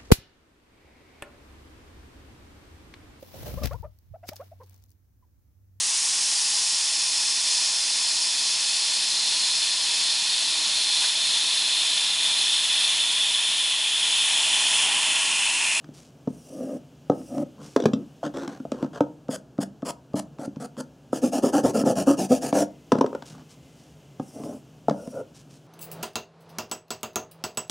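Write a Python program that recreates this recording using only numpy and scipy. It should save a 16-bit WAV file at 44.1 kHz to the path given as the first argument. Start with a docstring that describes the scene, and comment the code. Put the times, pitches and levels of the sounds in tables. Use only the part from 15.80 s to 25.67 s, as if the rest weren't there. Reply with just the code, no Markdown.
"""Stropping a knife

A quiet small room, two close microphone ports: a knife is drawn four times over a leather strop on a hollow case.
Between the stroke pairs it is laid on the cloth-covered table, a finger wipes the leather, and a block of
compound, fetched from beside a leather sheath, is scrubbed to and fro and dropped. Sliding is coloured noise of
tiny slips; landings are ringing modes of case, table, steel or block; the case drums under drags and knocks.
"""
import sys
import numpy as np
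from scipy import signal
from scipy.fft import rfft, irfft, next_fast_len
from scipy.io import wavfile

SR = 44100
rng = np.random.default_rng(int(sys.argv[2]) if len(sys.argv) > 2 else 0)


def persist_wave(psi):
    """Save psi, clipped to +-1, as 16-bit WAV."""
    counts = np.round(np.clip(psi, -1, 1) * 32767).astype(np.int16)
    wavfile.write(sys.argv[1], SR, np.atleast_2d(counts).T)


N = 435266
TIME = np.arange(N) / SR


def amp(db):
    """Decibels to gain."""
    return 10 ** (np.asarray(db) / 20)


def unit(x):
    """Scales to rms 1."""
    return x / np.sqrt(np.mean(x ** 2) + 1e-20)


def peaked(x, db):
    """Scales to a peak level."""
    return amp(db) * x / abs(x).max()


def read(points, hz):
    """Reads a table on a log-frequency axis."""
    f, value = np.transpose(points)
    return np.interp(np.log(hz + 1), np.log(f + 1), value)


def add(mix, s, sound):
    """Mixes a sound in at time s."""
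    part = mix[max(round(s * SR), 0):][:len(sound)]
    part += sound[:len(part)]


def colour(x, points, power=1):
    """Filters by a table of (Hz, dB), its decibels multiplied by power."""
    size = next_fast_len(len(x) + 2048)
    gain = amp(power * read(points, np.fft.rfftfreq(size, 1 / SR)))
    return irfft(rfft(x, size) * gain, size)[:len(x)]


def highpass(x, hz, order=2):
    """Causal high-pass."""
    return signal.sosfilt(signal.butter(order, min(hz, SR / 3), "high", fs=SR, output="sos"), x)


def waver(per_s):
    """Smooth chance of rms 1 that takes a new random value per_s times a second."""
    knots = rng.standard_normal(20000)
    return unit(np.interp(TIME * per_s, np.arange(len(knots)), knots))


def grit(per_s, patchy_db, patches_per_s):
    """Tiny slips of random size, clumped where the surface catches."""
    slips = rng.standard_normal(N) * (rng.random(N) < per_s / SR)
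    return unit(slips * amp(patchy_db * waver(patches_per_s)))


def hiss(slips, points):
    """The direct sound of slips, with a surface's colour and no bass."""
    return unit(highpass(colour(slips, points), points[0][0], order=3))


def arch_of(length, crest):
    """Sine-shaped rise to 1 at the crest, a share of the move, and fall to 0."""
    u = np.linspace(0, 1, length)
    return np.sin(np.interp(u, [0, np.clip(crest, .05, .95), 1], [0, np.pi / 2, 0]))


def swell(start, end, crest, fullness):
    """Gain of one rise and fall, silent outside it; a smaller fullness power makes it broader."""
    gain = np.zeros(N)
    length = round(max(end - start, .01) * SR)
    add(gain, start, arch_of(length, crest) ** abs(fullness))
    return gain


# Low hum of the still room: hz, level_db (relative, per Hz)
ROOM_HUM = [(25,-20), (48,-23), (65,2.5), (100,-6.5), (146,13), (185,-1), (260,4), (340,-2.5), (680,-7.5),
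            (1000,-16), (1700,-22), (2200,-58), (4000,-32), (16000,-60)]
# Faint hiss of the still room: hz, level_db (relative, per Hz)
ROOM_HISS = [(1500,2), (2200,2), (2950,9), (3900,0), (6500,2.5), (9500,-6), (16000,-11.5)]
# Slow drift of that hiss: time_s, change_db
HISS_DRIFT = [(0,0.5), (2.8,3), (3.6,-3.5), (6.8,1.5), (7.3,5), (9.8,1)]
HUM_DB, HISS_DB = -51.5, -67  # rms, the hiss before its drift
WHINE_HZ, WHINE_START_S, WHINE_END_S = 2067, 6.85, 8.65
WHINE_DB = -77.5  # before its flutter and swell


def air():
    """Steady low hum and faint drifting hiss of the room, with a thin unsteady whine for a while."""
    turns = np.cumsum(WHINE_HZ + 14 * waver(60)) / SR
    tone = np.sqrt(2) * amp(2 * waver(14)) * np.sin(2 * np.pi * turns)
    whine = amp(WHINE_DB) * swell(WHINE_START_S, WHINE_END_S, crest=1.0, fullness=0.067) * tone
    hum = amp(HUM_DB) * unit(colour(rng.standard_normal(N), ROOM_HUM))
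    hiss_gain = amp(HISS_DB + np.interp(TIME, *np.transpose(HISS_DRIFT)))
    return hum + hiss_gain * hiss(rng.standard_normal(N), ROOM_HISS) + whine


# Decay of the small furnished room: hz, t60_s
ROOM_DECAY = [(120, 0.5), (330, 0.26), (900, 0.25), (2500, 0.15), (6000, 0.17), (14000, 0.1)]


def room(x, first_s=.007):
    """Dense echoes of a small furnished room, each band dying at its own speed."""
    taps = rng.standard_normal(SR // 2) * (rng.random(SR // 2) < .1)
    hz, t, z = signal.stft(taps, SR, nperseg=256)
    decay = amp(-60 * t / read(ROOM_DECAY, hz)[:, None])
    tail = signal.istft(z * decay, SR, nperseg=256)[1]
    tail = np.pad(tail, (round(abs(first_s) * SR), 0))
    return signal.oaconvolve(x, tail / np.linalg.norm(tail))[:N]


def ring_of(modes, tilt_db, damping=1, scatter_db=4.0, detune=0.04, knee_hz=650, contact_s=0.0011):
    """A body's answer to one push: decaying modes, the upper ones favoured by a harder contact.

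    Tilt is in dB per octave up to the knee; each push scatters levels and pitches a little.
    """
    hz, db, t60 = np.transpose(modes)[:, :, None]
    t = np.arange(SR // 5) / SR
    weight, shift = rng.standard_normal((2, len(modes), 1))
    tilt = tilt_db * np.log2(np.minimum(hz, knee_hz) / hz[0])
    gain = amp(db + tilt + scatter_db * weight - 60 * t * damping / t60)
    sign = np.where(np.arange(len(modes)) // 2 % 2, -1, 1)[:, None]  # modes alternate in pairs
    ring = (sign * gain * np.sin(2 * np.pi * hz * (1 + detune * shift) * t)).sum(0)
    return highpass(ring * (1 - np.exp(-t / contact_s)), 91)


# Hollow case and table top, before tilt, scatter and damping: pitch_hz, level_db, t60_s
CASE_MODES = [(155.8, -5, 0.072), (191.3, -13.5, 0.29), (252, -8.5, 0.036), (269.7, 4.5, .12),
              (317, -7.5, 0.16), (379, -4, 0.063), (498, -1, 0.066), (540.4, -0.5, 0.038),
              (621, -2.5, 0.047), (688, -3, 0.064), (873, -7.5, 0.049), (1060, -18, 0.069),
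              (1312, -11, 0.046), (1414, -40.5, 0.035), (1620, -31, 0.11)]


def case_ring(tilt_db, damping):
    """The modes of the hollow case, pushed through the strop."""
    return ring_of(CASE_MODES, tilt_db, damping)


def drum(force, ring):
    """A force sounding through a ringing body, whose answer is scaled to unit energy."""
    return signal.oaconvolve(force, ring / np.linalg.norm(ring))


# Colour of a point contact: hz, level_db (relative, per Hz)
TICK_COLOUR = [(900,18.5), (1500,12), (2100,-1), (3200,2), (4100,-3), (5500,1), (8000,-7.5), (10000,-17.5),
               (12000,-22), (16000,-30)]


def tick(db, t60=0.016, rise_s=0.00073):
    """The short crack at a point of contact: noise with a fast rise and a decay."""
    t = np.arange(SR // 10) / SR
    gain = amp(db + 14.0 - 60 * t / t60) * (1 - np.exp(-t / rise_s))
    return gain * hiss(rng.standard_normal(len(t)), TICK_COLOUR)


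def chatter(t60=0.033, floor_db=-9):
    """The force of a hard thing that lands and rattles on the spot for an instant."""
    t = np.arange(SR // 20) / SR
    return (t == 0) + amp(floor_db - 60 * t / t60) * rng.standard_normal(len(t))


def off_hand(x, delay_s=0.000596, travel=.25, gain=0.44):
    """Adds the echo off the moving hand, whose changing delay shifts the colour of a hiss."""
    lag = delay_s * SR * np.exp(travel * waver(9))
    return unit(x + gain * np.interp(np.arange(N) - lag, np.arange(N), x))


def sweep(rows, slips, points, drag_crest, hiss_crest, fullness, damping, quickening=0.057, split_hz=7500):
    """Short slides: case drag and direct hiss each swell and die; the faster, the brighter the hiss."""
    out, rasp = np.zeros(N), off_hand(hiss(slips, points))
    treble = colour(rasp, [(split_hz / 2, -30), (split_hz, 0)])
    for start, end, drag_db, tilt_db, hiss_db in rows:
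        span = slice(round(start * SR), round(max(end, start + .01) * SR))
        length = span.stop - span.start
        drag, speed = arch_of(length, drag_crest), arch_of(length, hiss_crest)
        force = unit(drag ** (fullness * 1.08) * slips[span])
        add(out, start, amp(drag_db) * drum(force, case_ring(tilt_db, damping)))
        # slow parts of the move lose some treble
        bright = rasp[span] - (1 - speed ** abs(quickening)) * treble[span]
        add(out, start, amp(hiss_db) * unit(speed ** fullness * bright))
    return out


# Fingertip tapping down and wiping the leather; hold_s is the wait before it slides:
# start_s, hold_s, slide_s, tap_peak_db, drag_db, hiss_db
FINGER_WIPES = [(3.489,0.0076,0.067,-15,-35,-39.5), (3.786,0.016,0.037,-10.5,-32.5,-39),
                (4.027,0.022,0.061,-18.5,-32,-38), (4.34,0.014,0.047,-14.5,-32,-38.5),
                (4.591,0.001,0.071,-23.5,-37,-51), (4.766,0.032,0.065,-29,-35.5,-48),
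                (4.974,0.00056,0.038,-27.5,-31,-43)]
# Hand, knife and block scuffing over cloth and sheath:
# start_s, end_s, drag_db, tilt_db_per_octave, hiss_db
HAND_SCUFFS = [(1.78,1.9,-44,-7,-56.5), (2.145,2.235,-36.5,-4.5,-78), (2.432,2.485,-29.5,-1.5,-38.5),
               (2.538,2.665,-34,0.5,-43), (2.675,2.78,-44,7,-50.5), (2.93,3.07,-42.5,-3,-51),
               (3.13,3.19,-41,12,-44.5), (7.13,7.2,-36,4,-49), (7.5,7.63,-46,-8.5,-57.5)]
# Hands brushing cloth and knife handle: start_s, end_s, level_db
HAND_RUSTLES = [(0.13,0.338,-58.5), (1.796,2.1,-55), (7.45,7.573,-51), (7.688,7.768,-58), (7.82,8.153,-58),
                (9.538,9.643,-53), (9.693,9.806,-57)]
# Colours of skin on leather, of scuffs and of cloth, each: hz, level_db (relative, per Hz)
SKIN_COLOUR = [(880, 2.5), (1500, -1), (2250, -12.5), (3380, -4), (3810, -15.5), (4330, -4.5), (4920, -2.5),
               (6240, -6.5), (6760, -2.5), (9190, -5), (10800, -8), (12000, -18), (16000, -24)]
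SCUFF_COLOUR = [(1000,24.5), (1500,13), (2150,-4.5), (3100,4), (4000,-1.5), (5600,0), (7000,-3), (8200,-7),
                (9000,-10), (12000,-21), (16000,-28)]
CLOTH_COLOUR = [(1120, -4.5), (1900, -13), (2690, -7.5), (4240, -7.5), (5590, -3.5), (8050, -8), (8800, -9),
                (16000, -32)]
WIPE_TILT_DB = 4  # brightness of the drag, dB per octave


def fingers():
    """Skin speeds up along the leather and flicks off its end; the hand scuffs sheath and brushes cloth."""
    slides = []
    for s, hold, length, _, drag_db, hiss_db in FINGER_WIPES:
        slides.append((s + hold, s + hold + length, drag_db, WIPE_TILT_DB, hiss_db))
    skin = grit(12000, patchy_db=-2, patches_per_s=150)
    wipes = sweep(slides, skin, SKIN_COLOUR, drag_crest=0.77, hiss_crest=1.0, fullness=0.49, damping=1.8)
    weave = grit(2400, patchy_db=2.5, patches_per_s=230)
    scuffs = sweep(HAND_SCUFFS, weave, SCUFF_COLOUR, drag_crest=0.035, hiss_crest=0.41,
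                   fullness=0.21, damping=1.07, quickening=.1)
    # a quick swell and a slower fade
    brushing = sum(amp(db) * swell(start, end, crest=0.21, fullness=0.86) for start, end, db in HAND_RUSTLES)
    return wipes + scuffs + brushing * hiss(grit(3000, patchy_db=-3.5, patches_per_s=13), CLOTH_COLOUR)


# Compound block scrubbed to and fro, each pass lasting until just before the next:
# start_s, drag_db, tilt_db_per_octave, rasp_db
BLOCK_RUBS = [(5.322,-34,2.5,-43.5), (5.415,-26,-0.5,-41), (5.516,-27.5,3,-38.5), (5.62,-24.5,1,-39),
              (5.723,-20,4,-37), (5.829,-25,1.5,-39), (5.933,-20,0,-38), (6.046,-21,3.5,-38.5),
              (6.152,-25.5,-0.5,-37.5), (6.259,-21.5,3.5,-38), (6.368,-27,2.5,-37.5), (6.487,-26.5,2.5,-38),
              (6.608,-30.5,3,-39), (6.73,-21.5,0,-35)]
# Colour of wax on leather: hz, level_db (relative, per Hz)
RASP_COLOUR = [(1200, -18), (1700, 2), (2080, -11.5), (2850, 1), (3900, -11), (4700, -1), (5550, 2.5),
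               (6100, 1), (6700, 2.5), (7800, -2), (9400, 0), (10600, -5), (11500, -10.5), (16000, -18)]
# Stick and slip of the block early in a push: start_s, length_s, peak_db
BLOCK_JUDDERS = [(5.416,.05,-12), (5.626,0.037,-6.5), (5.831,0.043,-5), (6.048,0.045,-10.5),
                 (6.264,.03,-8.5), (6.29,0.033,-12.5), (6.493,.056,-6.5)]
# Partials of the judder, before its envelope: multiple of the slip rate, level_db
JUDDER_PARTIALS = [(1,3.5), (2,3), (3,-11), (4,-26), (5,-15.5)]
TURN_S, LAST_PASS_S = 0.013, 0.12  # rest at each turn, length of the last pass
SLIP_HZ = 256.9  # centre of the uneven slip rate


def compound():
    """The waxy block rasps on the leather and at times judders in a short, uneven train of slips."""
    ends = [row[0] - TURN_S for row in BLOCK_RUBS[1:]] + [BLOCK_RUBS[-1][0] + LAST_PASS_S]
    passes = [(start, end, *levels) for (start, *levels), end in zip(BLOCK_RUBS, ends)]
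    wax = grit(5000, patchy_db=0.5, patches_per_s=160)
    out = sweep(passes, wax, RASP_COLOUR, drag_crest=0.29, hiss_crest=0.42, fullness=0.78, damping=2.25)
    unrest, grip = waver(180), waver(300)
    for s, length, db in BLOCK_JUDDERS:
        arch = np.hanning(round(length * SR))
        span = slice(round(s * SR), round(s * SR) + len(arch))
        turns = np.cumsum(SLIP_HZ * (1 + 0.0755 * unrest[span])) / SR
        shake = np.zeros(len(arch))
        for k, partial_db in JUDDER_PARTIALS:
            wave = np.sin(2 * np.pi * (round(k) * turns + rng.random()))
            # the overtones die first as the slips soften
            shake += amp(partial_db) * arch ** (1 + k / 2) * wave
        add(out, s, peaked(shake * amp(1.55 * grip[span]), db))
    return out


# Blade, hand and block bumping strop or case: start_s, peak_db, tilt_db_per_octave (hardness), tick_db
CASE_KNOCKS = [(.043,-39.5,-8,-52), (0.088,-30.5,-8,-65), (.474,-13.5,-2.5,-54), (1.298,-6,-2.5,-40.5),
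               (1.319,-19,4,-52), (1.58,-19,5,-45), (2.43,-18.5,31,-50), (2.677,-22.5,-8,-37),
               (2.801,-24,-7,-59), (2.851,-23.5,2.5,-59), (2.918,-13.5,0.5,-36.5), (3.026,-13.5,-3.5,-43),
               (3.045,-18.5,-1,-50), (3.206,-5.5,5,-36), (4.676,-20,-12,-67), (4.766,-29,-13,-76),
               (5.329,-10,1,-65), (6.036,-13.5,-1,-54), (6.727,-8,2,-34.5), (7.423,-35,1,-43.5),
               (8.397,-16,-1,-51.5), (8.636,-37,16,-48), (9.083,-6.5,5.5,-43), (9.096,-19,-16,-35.5),
               (9.109,-12,1.5,-46), (9.274,-23,-3.5,-53), (9.34,-35,-4,-57)]
# Knife laid on the table: start_s, thud_peak_db, tilt_db_per_octave, steel_peak_db, tick_db
KNIFE_CLATTER = [(1.962,-5.5,1.5,-49,-30), (2.001,-14,1,-34,-42), (2.021,-18,-7,-32,-52),
                 (2.038,-15.5,-3,-36,-47), (2.056,-6,-15,-26.5,-28), (2.134,-11,-12,-25,-43)]
# Block dropped and tumbling to rest: start_s, thud_peak_db, tilt_db_per_octave, clack_peak_db, tick_db
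BLOCK_TUMBLES = [(7.119,-8.5,6,-10,-27.5), (7.127,-9,-13,-38,-49), (7.153,-10.5,-7,-29,-52),
                 (7.185,-17,-10,-43,-41), (7.21,-6.5,0,-9.5,-33), (7.243,-12,-5,-18,-52),
                 (7.262,-23,2,-34,-43), (7.329,-22.5,9.5,-37,-57), (7.349,-21,2,-25,-45.5)]
# Modes of the table under its cloth, of the knife's blade and liners, and of the block,
# each before scatter and damping: pitch_hz, level_db, t60_s
TABLE_MODES = [(159,-29.5,0.095), (244,5.5,0.052), (272,-1,0.11), (358,1.5,0.033), (432,3.5,0.052),
               (510,3,0.057), (676,-25,0.045), (970,-18.5,0.033), (1393,-16,0.028), (1800,-10,0.0018)]
STEEL_MODES = [(2910,-17,0.058), (3270,0,.02), (3950,2,0.012), (4460,-1,0.0077), (5000,-1,0.01),
               (5400,1,0.0088), (6030,3,0.01), (7100,-11,0.0071), (7850,-6.5,0.011)]
BLOCK_MODES = [(558,10.5,0.065), (698,-21,0.1), (960,18,0.016), (1010,2,0.024), (1310,2,0.024),
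               (1600,1,0.028)]
SYMPATHY_DB = -13.5  # peak of the case against a thud on the table beside it
TAP_TILT_DB, TAP_TICK_DB = -4.5, -52  # hardness of a fingertip tap in dB per octave, and its tick
TOUCH_LEAD_S = .006  # the skin ticks just before the weight of the finger lands


def knocks():
    """Landings thump the case and tick; on the table the knife chinks, the block clacks, the case hums along."""
    out = np.zeros(N)
    for s, db, tilt_db, tick_db in CASE_KNOCKS:
        add(out, s, peaked(case_ring(tilt_db, damping=1.57), db))
        add(out, s, tick(tick_db))
    for s, _, _, tap_db, _, _ in FINGER_WIPES:
        add(out, s - TOUCH_LEAD_S, tick(TAP_TICK_DB))
        add(out, s, peaked(case_ring(TAP_TILT_DB, damping=1.45), tap_db))
    for rows, modes in (KNIFE_CLATTER, STEEL_MODES), (BLOCK_TUMBLES, BLOCK_MODES):
        for s, db, tilt_db, ring_db, tick_db in rows:
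            thud = highpass(ring_of(TABLE_MODES, tilt_db, damping=2.2), hz=141)
            add(out, s, peaked(thud, db))
            sympathy = highpass(case_ring(tilt_db=3.5, damping=0.51), hz=216, order=4)
            add(out, s, peaked(sympathy, db + SYMPATHY_DB))
            rattle = drum(chatter(), ring_of(modes, 0, damping=2.0, scatter_db=1.5))
            add(out, s, peaked(rattle, ring_db))
            add(out, s, tick(tick_db, t60=0.023))
    return out


def resonate(x, hz, width):
    """A resonance that follows the curve hz, scaled to rms 1."""
    turn = np.exp(2j * np.pi * np.cumsum(hz) / SR)
    r = np.exp(-np.pi * abs(width) / SR)
    return unit((turn * signal.lfilter([1 - r], [1, -r], x / turn)).real)


def blade_notes(notes, slips):
    """The blade's resonances, gliding as the contact runs from heel to tip."""
    total = np.zeros(len(slips))
    for heel_hz, tip_hz, width_hz, db in notes:
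        total += amp(db) * resonate(slips, np.linspace(heel_hz, tip_hz, len(slips)), width_hz)
    return total


# Blade strokes: the heel bears first, then the knife rolls onto its belly and is pressed home:
# start_s, heel_s, belly_s, pressure_crest (share 0-1), heel_drag_db, belly_drag_db, edge_hiss_db
BLADE_STROKES = [(0.478,0.16,0.35,0.88,-57,-32.5,-58), (1.308,.16,0.17,0.93,-39,-26,-57),
                 (8.398,0.11,0.3,.5,-67,-34,-57.5), (9.098,0.21,0.12,0.77,-42,-32,-58.5)]
# Colour of the edge on leather: hz, level_db (relative, per Hz)
EDGE_COLOUR = [(1500, -24), (2100, -16), (2800, 4.5), (3900, -12), (5000, 4), (5700, 7.5), (6900, 4),
               (7800, 4), (9400, 5.5), (10700, 0), (11800, -6), (16000, -9)]
# Low notes, against the drag, and high notes, against the edge hiss, of the blade, each:
# start_hz, end_hz, width_hz, level_db
BEND_NOTES = [(652, 579, 26.5, -14)]
SING_NOTES = [(5850, 5730, 280, -13), (8800, 9600, 710, -19)]
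CATCHES_PER_S, CATCH_DB = 9.8, -19.5  # specks of grit tick under the edge; dB against its hiss


def blade():
    """Steel on leather: fine hiss from the edge, low rasp through the case, and gliding notes of the blade."""
    out = np.zeros(N)
    coarse = grit(9000, patchy_db=-1.5, patches_per_s=140)
    fine = grit(20000, patchy_db=1.5, patches_per_s=91)
    catches = hiss(grit(CATCHES_PER_S, patchy_db=6, patches_per_s=20), TICK_COLOUR)
    swish = off_hand(hiss(fine, EDGE_COLOUR)) + amp(CATCH_DB) * catches
    for touch, heel_s, belly_s, crest, heel_db, belly_db, hiss_db in BLADE_STROKES:
        roll, lift = touch + heel_s, touch + heel_s + belly_s
        span = slice(round(touch * SR), round(lift * SR))
        heel = amp(heel_db) * swell(touch, roll, crest=0.54, fullness=1)
        belly = amp(belly_db) * swell(roll, lift, crest, fullness=1.3)
        drag = (heel + belly)[span]
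        edge = amp(hiss_db) * swell(touch, lift, crest, fullness=0.39)[span]
        bend = blade_notes(BEND_NOTES, coarse[span])
        sing = blade_notes(SING_NOTES, fine[span])
        add(out, touch, drum(drag * coarse[span], case_ring(tilt_db=-3, damping=1.6)))
        # the steel sings most in mid-stroke, with the most edge on the leather
        add(out, touch, drag * bend + edge * (swish[span] + unit(np.hanning(len(edge))) * sing))
    return out


# Balance of the two ports: hz, left_minus_right_db
PORT_LEAN = [(60,0), (300,0.5), (700,0.5), (1200,1.5), (2400,0.5), (4400,0.5), (6500,-0.5), (9000,3),
             (13000,1.5)]
# Spread of the echoes, before a further 1 dB cut: hz, side_minus_mid_db
ECHO_WIDTH = [(30,-30), (70,-13.5), (150,-35), (600,-24), (1300,-13), (2500,-11.5), (5000,-61),
              (9000,-13.5), (14000,-7)]


def scene():
    """All sources lie just before two close microphone ports, which hear nearly the same."""
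    sliding, hits = blade() + compound() + fingers(), knocks()
    echoes = room(amp(-14.0) * sliding + amp(-13.5) * hits)
    mid = sliding + hits + echoes + air()
    side = amp(-1) * colour(room(mid, first_s=0.00087), ECHO_WIDTH)
    left = colour(mid, PORT_LEAN, 1 / 2) + side
    right = colour(mid, PORT_LEAN, -1 / 2) - side
    return np.array([left, right])


EDGE_HZ = 15850  # upper limit of the recorder


def record(dry):
    """The recorder's band limit: a steep low-pass."""
    lowpass = signal.firwin(511, EDGE_HZ, window=("kaiser", 9), fs=SR)
    return signal.oaconvolve(dry, lowpass[None], "same")


dry = scene()
out = record(dry)
persist_wave(out)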